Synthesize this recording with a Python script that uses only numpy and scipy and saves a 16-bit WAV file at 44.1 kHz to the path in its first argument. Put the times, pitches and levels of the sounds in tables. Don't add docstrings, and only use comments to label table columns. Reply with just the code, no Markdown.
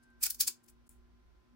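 import sys
import numpy as np
from scipy import signal
from scipy.fft import rfft, irfft
from scipy.io import wavfile
from scipy.ndimage import uniform_filter1d

SR = 44100
rng = np.random.default_rng(int(sys.argv[2]) if len(sys.argv) > 2 else 0)


def file_out(sig):
    cols = np.atleast_2d(sig).T
    lim = np.clip(cols, -1, 1)
    pcm = np.round(lim * 32767).astype(np.int16)
    wavfile.write(sys.argv[1], SR, pcm)


N = 68355

# (time [s], low tone [dB], middle tone [dB], high tone [dB])
HUM_RIDES = [(0.0, -81, -74.5, -97), (0.172, -71, -72.5, -77.5), (0.188, -68, -73, -108),
             (0.276, -70, -81.5, -76), (0.31, -72.5, -85.5, -118), (0.366, -68, -72, -81.5),
             (0.5, -81, -73, -77.5), (0.626, -103, -76, -90), (0.698, -71, -74.5, -78),
             (0.866, -71.5, -75, -89), (0.974, -66, -73, -79.5), (1.194, -70.5, -75, -83),
             (1.26, -67, -90.5, -89), (1.354, -70, -90, -79.5), (1.398, -68, -106, -83),
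             (1.458, -87.5, -75, -81), (1.518, -68.5, -72, -83.5), (1.55, -79.5, -63.5, -96.5)]
# (pitch [Hz], level [dB])
HELD_TONES = [(123, -88.5), (1027, -87.5), (1393, -93)]
# (time [s], level [dB])
WHINE_RIDE = [(0, -76), (.11, -68.5), (.21, -77.5), (.33, -81.5), (.74, -89.5), (.9, -93.5)]
# (frequency [Hz], relative level [dB])
HISS_EQ = [(24, -31.5), (40, -9), (71, -5.5), (195, -9.5), (357, -10), (482, -18), (900, -18.5),
           (1400, -19.5), (2500, -26), (5800, -31), (7000, -38), (11000, -41), (15000, -41.5),
           (16300, -48.5)]
# (crest time [s], air level [dB], rise [s], fall [s],
# sizzle re air [dB], bite re air [dB], body re air [dB], left minus right [dB])
CRUNCH_CUES = [(0.034, -87, 0.0033, 0.0058, 13, 11, -27.5, 8),
               (0.106, -91.5, .003, 0.0014, 11.5, 0, -25, 6),
               (0.217, -56, 0.0045, 0.0073, -11, -7, -9, -0.5),
               (0.23, -36.5, 0.002, 0.0017, -4, -11.5, -18.5, 7.5),
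               (0.239, -24, 0.0047, 0.0022, -7.5, -8, -23.5, -3),
               (0.255, -37.5, .005, 0.008067, -4.5, 0, -14, -2),
               (0.268, -37.5, .005, .0018, .3, -5.5, -10, 5.5),
               (.307, -30.5, 0.0039, 0.0026, -8, -8.5, -25.5, 2.5),
               (.345, -45.5, .0015, 0.0054, -13, -9, -28, 0), (0.41, -22, .0035, .003, -18, -4.5, -24.5, 1),
               (0.421, -47, 0.0078, 0.0029, -30, 1, -18.5, -13.5),
               (0.433, -45, 0.012, 0.008, -9, 1.17, -12.5, 2),
               (0.479, -28.5, 0.0037, 0.0043, -2, -3.5, -16, 0.5),
               (0.641, -69, 0.0037, 0.0042, -0.2, -13, -38.5, 4.5),
               (.663, -73.5, 0.0026, .004, -3, -6.5, -28, 0),
               (0.687, -62.5, 0.0034, 0.0032, -6, -3, -12, 5.5),
               (0.698, -62.5, .003, 0.00454, -2, -27, -17, 1.5),
               (.872, -78, .004, .004, 4.5, -6.5, -40.5, 3),
               (0.892, -58, 0.000307, 0.0016, -1.5, -31, -39, 6.5),
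               (0.9, -73, 0.0049, 0.028, 1.5, -22.5, -13.5, 2.5)]
# (centre [Hz], width [Hz], relative level [dB])
AIR_BANDS = [(11110, 2900, 8.5), (14660, 7900, 14.5)]
SIZZLE_BANDS = [(9470, 4500, 0.87), (7860, 730, -4.4)]
BITE_BANDS = [(5087, 1800, 0.5), (6300, 3200, 0), (3780, 420, -10.5)]
BODY_BANDS = [(1512, 2600, 4.5), (2376, 470, 6.5), (701, 480, -11)]
# (time [s], pitch [Hz], level [dB], 60 dB decay [s], left minus right [dB])
KNOCK_CUES = [(.2320, 2230, -50.5, 0.056, -1.6), (.2630, 873, -51.5, 0.036, 3.1),
              (0.2657, 1446, -40.5, 0.035, 0), (.3050, 5600, -44.5, 0.023, 8.5),
              (.3445, 6491, -43, .021, 1.7), (0.41, 2357, -54, .045, 1.6), (0.4113, 520, -61, 0.023, 3.1),
              (.4810, 1032, -54, 0.052, -7.5), (0.484, 345, -60.5, 0.11, 12.5),
              (0.486, 172, -66.5, 0.044, 7), (0.8931, 9110, -40.5, 0.0086, 3.2)]

HUM_HZ, HUM_WAVER_DB, HUM_LAG_RAD = (56.5, 240, 363.2), 0.47, 1.04
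RUMBLE_BAND_HZ, RUMBLE_DB = (20, 70), -1
WHINE_HZ, HISS_DB = 1561, -72
FRACTURES_PER_S, SIZE_SPREAD_DB, CENTRE_GAIN = 7900, 5, 0.49
ROOM_T60_S, ROOM_TREBLE_T60_S, ROOM_SPLIT_HZ = 0.17, 0.13, 7400
ROOM_DB, PREDELAY_S = -8, 0.001
KNOCK_ATTACK_S = 0.00084
DROP_START_S, DROP_HOLD_S, DROP_FADE_S, DROP_DB = 0.8825, 0.0085, 0.0015, -30
HIGH_CUT_HZ = 15850


def undb(db):
    return 10 ** (np.asarray(db) / 20)


def unit_rms(x):
    return x / np.sqrt(np.mean(x ** 2))


def pan(side_db):
    return undb([[side_db / 2], [-side_db / 2]])


def drift(rate_hz):
    hold = int(SR / rate_hz)
    steps = np.repeat(rng.standard_normal(N // hold + 1), hold)
    return unit_rms(uniform_filter1d(uniform_filter1d(steps, hold), hold)[:N])


def wavering_tone(t, hz, db):
    phase = 2 * np.pi * (hz * t + rng.random()) + 0.7 * drift(11)
    channels = []
    for offset in (0, HUM_LAG_RAD):
        gain = 2 * undb(db + HUM_WAVER_DB * drift(20.13))
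        channels.append(gain * np.sin(phase + offset + 0.22 * drift(8)))
    return np.array(channels)


def appliance_hum(t):
    times, *levels = np.array(HUM_RIDES).T
    rides_db = [np.interp(t, times, db) for db in levels]
    moving = sum(wavering_tone(t, hz, db) for hz, db in zip(HUM_HZ, rides_db))
    held = sum(wavering_tone(t, hz, db) for hz, db in HELD_TONES)
    sub_band = signal.butter(2, RUMBLE_BAND_HZ, "band", fs=SR)
    rumble = unit_rms(signal.lfilter(*sub_band, rng.standard_normal((2, N))))
    return moving + held + rumble * undb(RUMBLE_DB + rides_db[0])


def whine(t):
    ride_db = np.interp(t, *np.array(WHINE_RIDE).T)
    phase = 2 * np.pi * WHINE_HZ * t + np.array([[0], [1.2]])
    return np.sqrt(2) * undb(ride_db) * np.sin(phase)


def room_hiss():
    bin_hz = np.arange(N // 2 + 1) * SR / N + 1
    eq_hz, eq_db = np.array(HISS_EQ).T
    eq = undb(np.interp(np.log(bin_hz), np.log(eq_hz), eq_db))
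    spectrum = rfft(rng.standard_normal((2, N))) * eq
    return undb(HISS_DB) * unit_rms(irfft(spectrum, N))


def fractures():
    chance, polarity = rng.random((2, 3, N))
    sizes = undb(SIZE_SPREAD_DB * rng.standard_normal((3, N)))
    clicks = (chance < FRACTURES_PER_S / SR) * sizes * np.sign(polarity - 0.5)
    return unit_rms(CENTRE_GAIN * clicks[0] + clicks[1:])


def ring(clicks, bands):
    z = np.exp(-2j * np.pi * np.arange(N // 2 + 1) / N)
    response = 0
    for hz, width_hz, db in bands:
        radius = np.exp(-np.pi * width_hz / SR)
        poles = 1 - 2 * radius * np.cos(2 * np.pi * hz / SR) * z + (radius * z) ** 2
        resonance = (1 - radius ** 2) / 2 * (1 - z * z) / poles
        response += undb(db) * resonance ** 2
    return irfft(rfft(clicks) * response / np.sqrt(np.mean(np.abs(response) ** 2)), N)


def crunches(t):
    envelopes = np.zeros((4, 2, N))
    for crest, db, rise, fall, *colour_db, side_db in CRUNCH_CUES:
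        before = np.exp(np.minimum((crest - t) / rise, 50))
        after = np.exp(np.minimum((t - crest) / fall, 50))
        swell = 2 / (before + after)
        layer_gains = undb(db + np.array([0, *colour_db]))
        envelopes += layer_gains[:, None, None] * pan(side_db) * swell
    treble = fractures()
    streams = (treble, treble, fractures(), fractures())
    layers = zip(envelopes, streams, (AIR_BANDS, SIZZLE_BANDS, BITE_BANDS, BODY_BANDS))
    return sum(ring(envelope * clicks, bands) for envelope, clicks, bands in layers)


def room_reverb(source, t):
    noise = rng.standard_normal((2, N)) * (t > PREDELAY_S)
    dull = signal.lfilter(*signal.butter(2, ROOM_SPLIT_HZ, fs=SR), noise)
    tail = dull * undb(-60 * t / ROOM_T60_S) + (noise - dull) * undb(-60 * t / ROOM_TREBLE_T60_S)
    tail /= np.sqrt(np.sum(tail[0] ** 2))
    return undb(ROOM_DB) * signal.fftconvolve(source, tail, axes=1)[:, :N]


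def knocks(t):
    out = 0
    for start, hz, db, t60, side_db in KNOCK_CUES:
        age = np.maximum(t - start, 0)
        envelope = (1 - np.exp(-age / KNOCK_ATTACK_S)) * undb(db - 60 * age / t60)
        phase = 2 * np.pi * hz * age + np.array([[0], [np.pi / 2]])
        out += pan(side_db) * envelope * np.sin(phase)
    return out


def scene():
    t = np.arange(N) / SR
    snaps = crunches(t) + knocks(t)
    return snaps + room_reverb(snaps, t) + appliance_hum(t) + whine(t) + room_hiss()


def record(dry):
    t = np.arange(N) / SR
    inside_s = np.minimum(t - DROP_START_S, DROP_START_S + DROP_HOLD_S - t)
    dip = np.clip(inside_s / DROP_FADE_S + 1, 0, 1)
    high_cut = signal.ellip(10, 0.2, 70, HIGH_CUT_HZ, fs=SR, output="sos")
    return signal.sosfilt(high_cut, dry * undb(DROP_DB * dip))


dry = scene()
out = record(dry)
file_out(out)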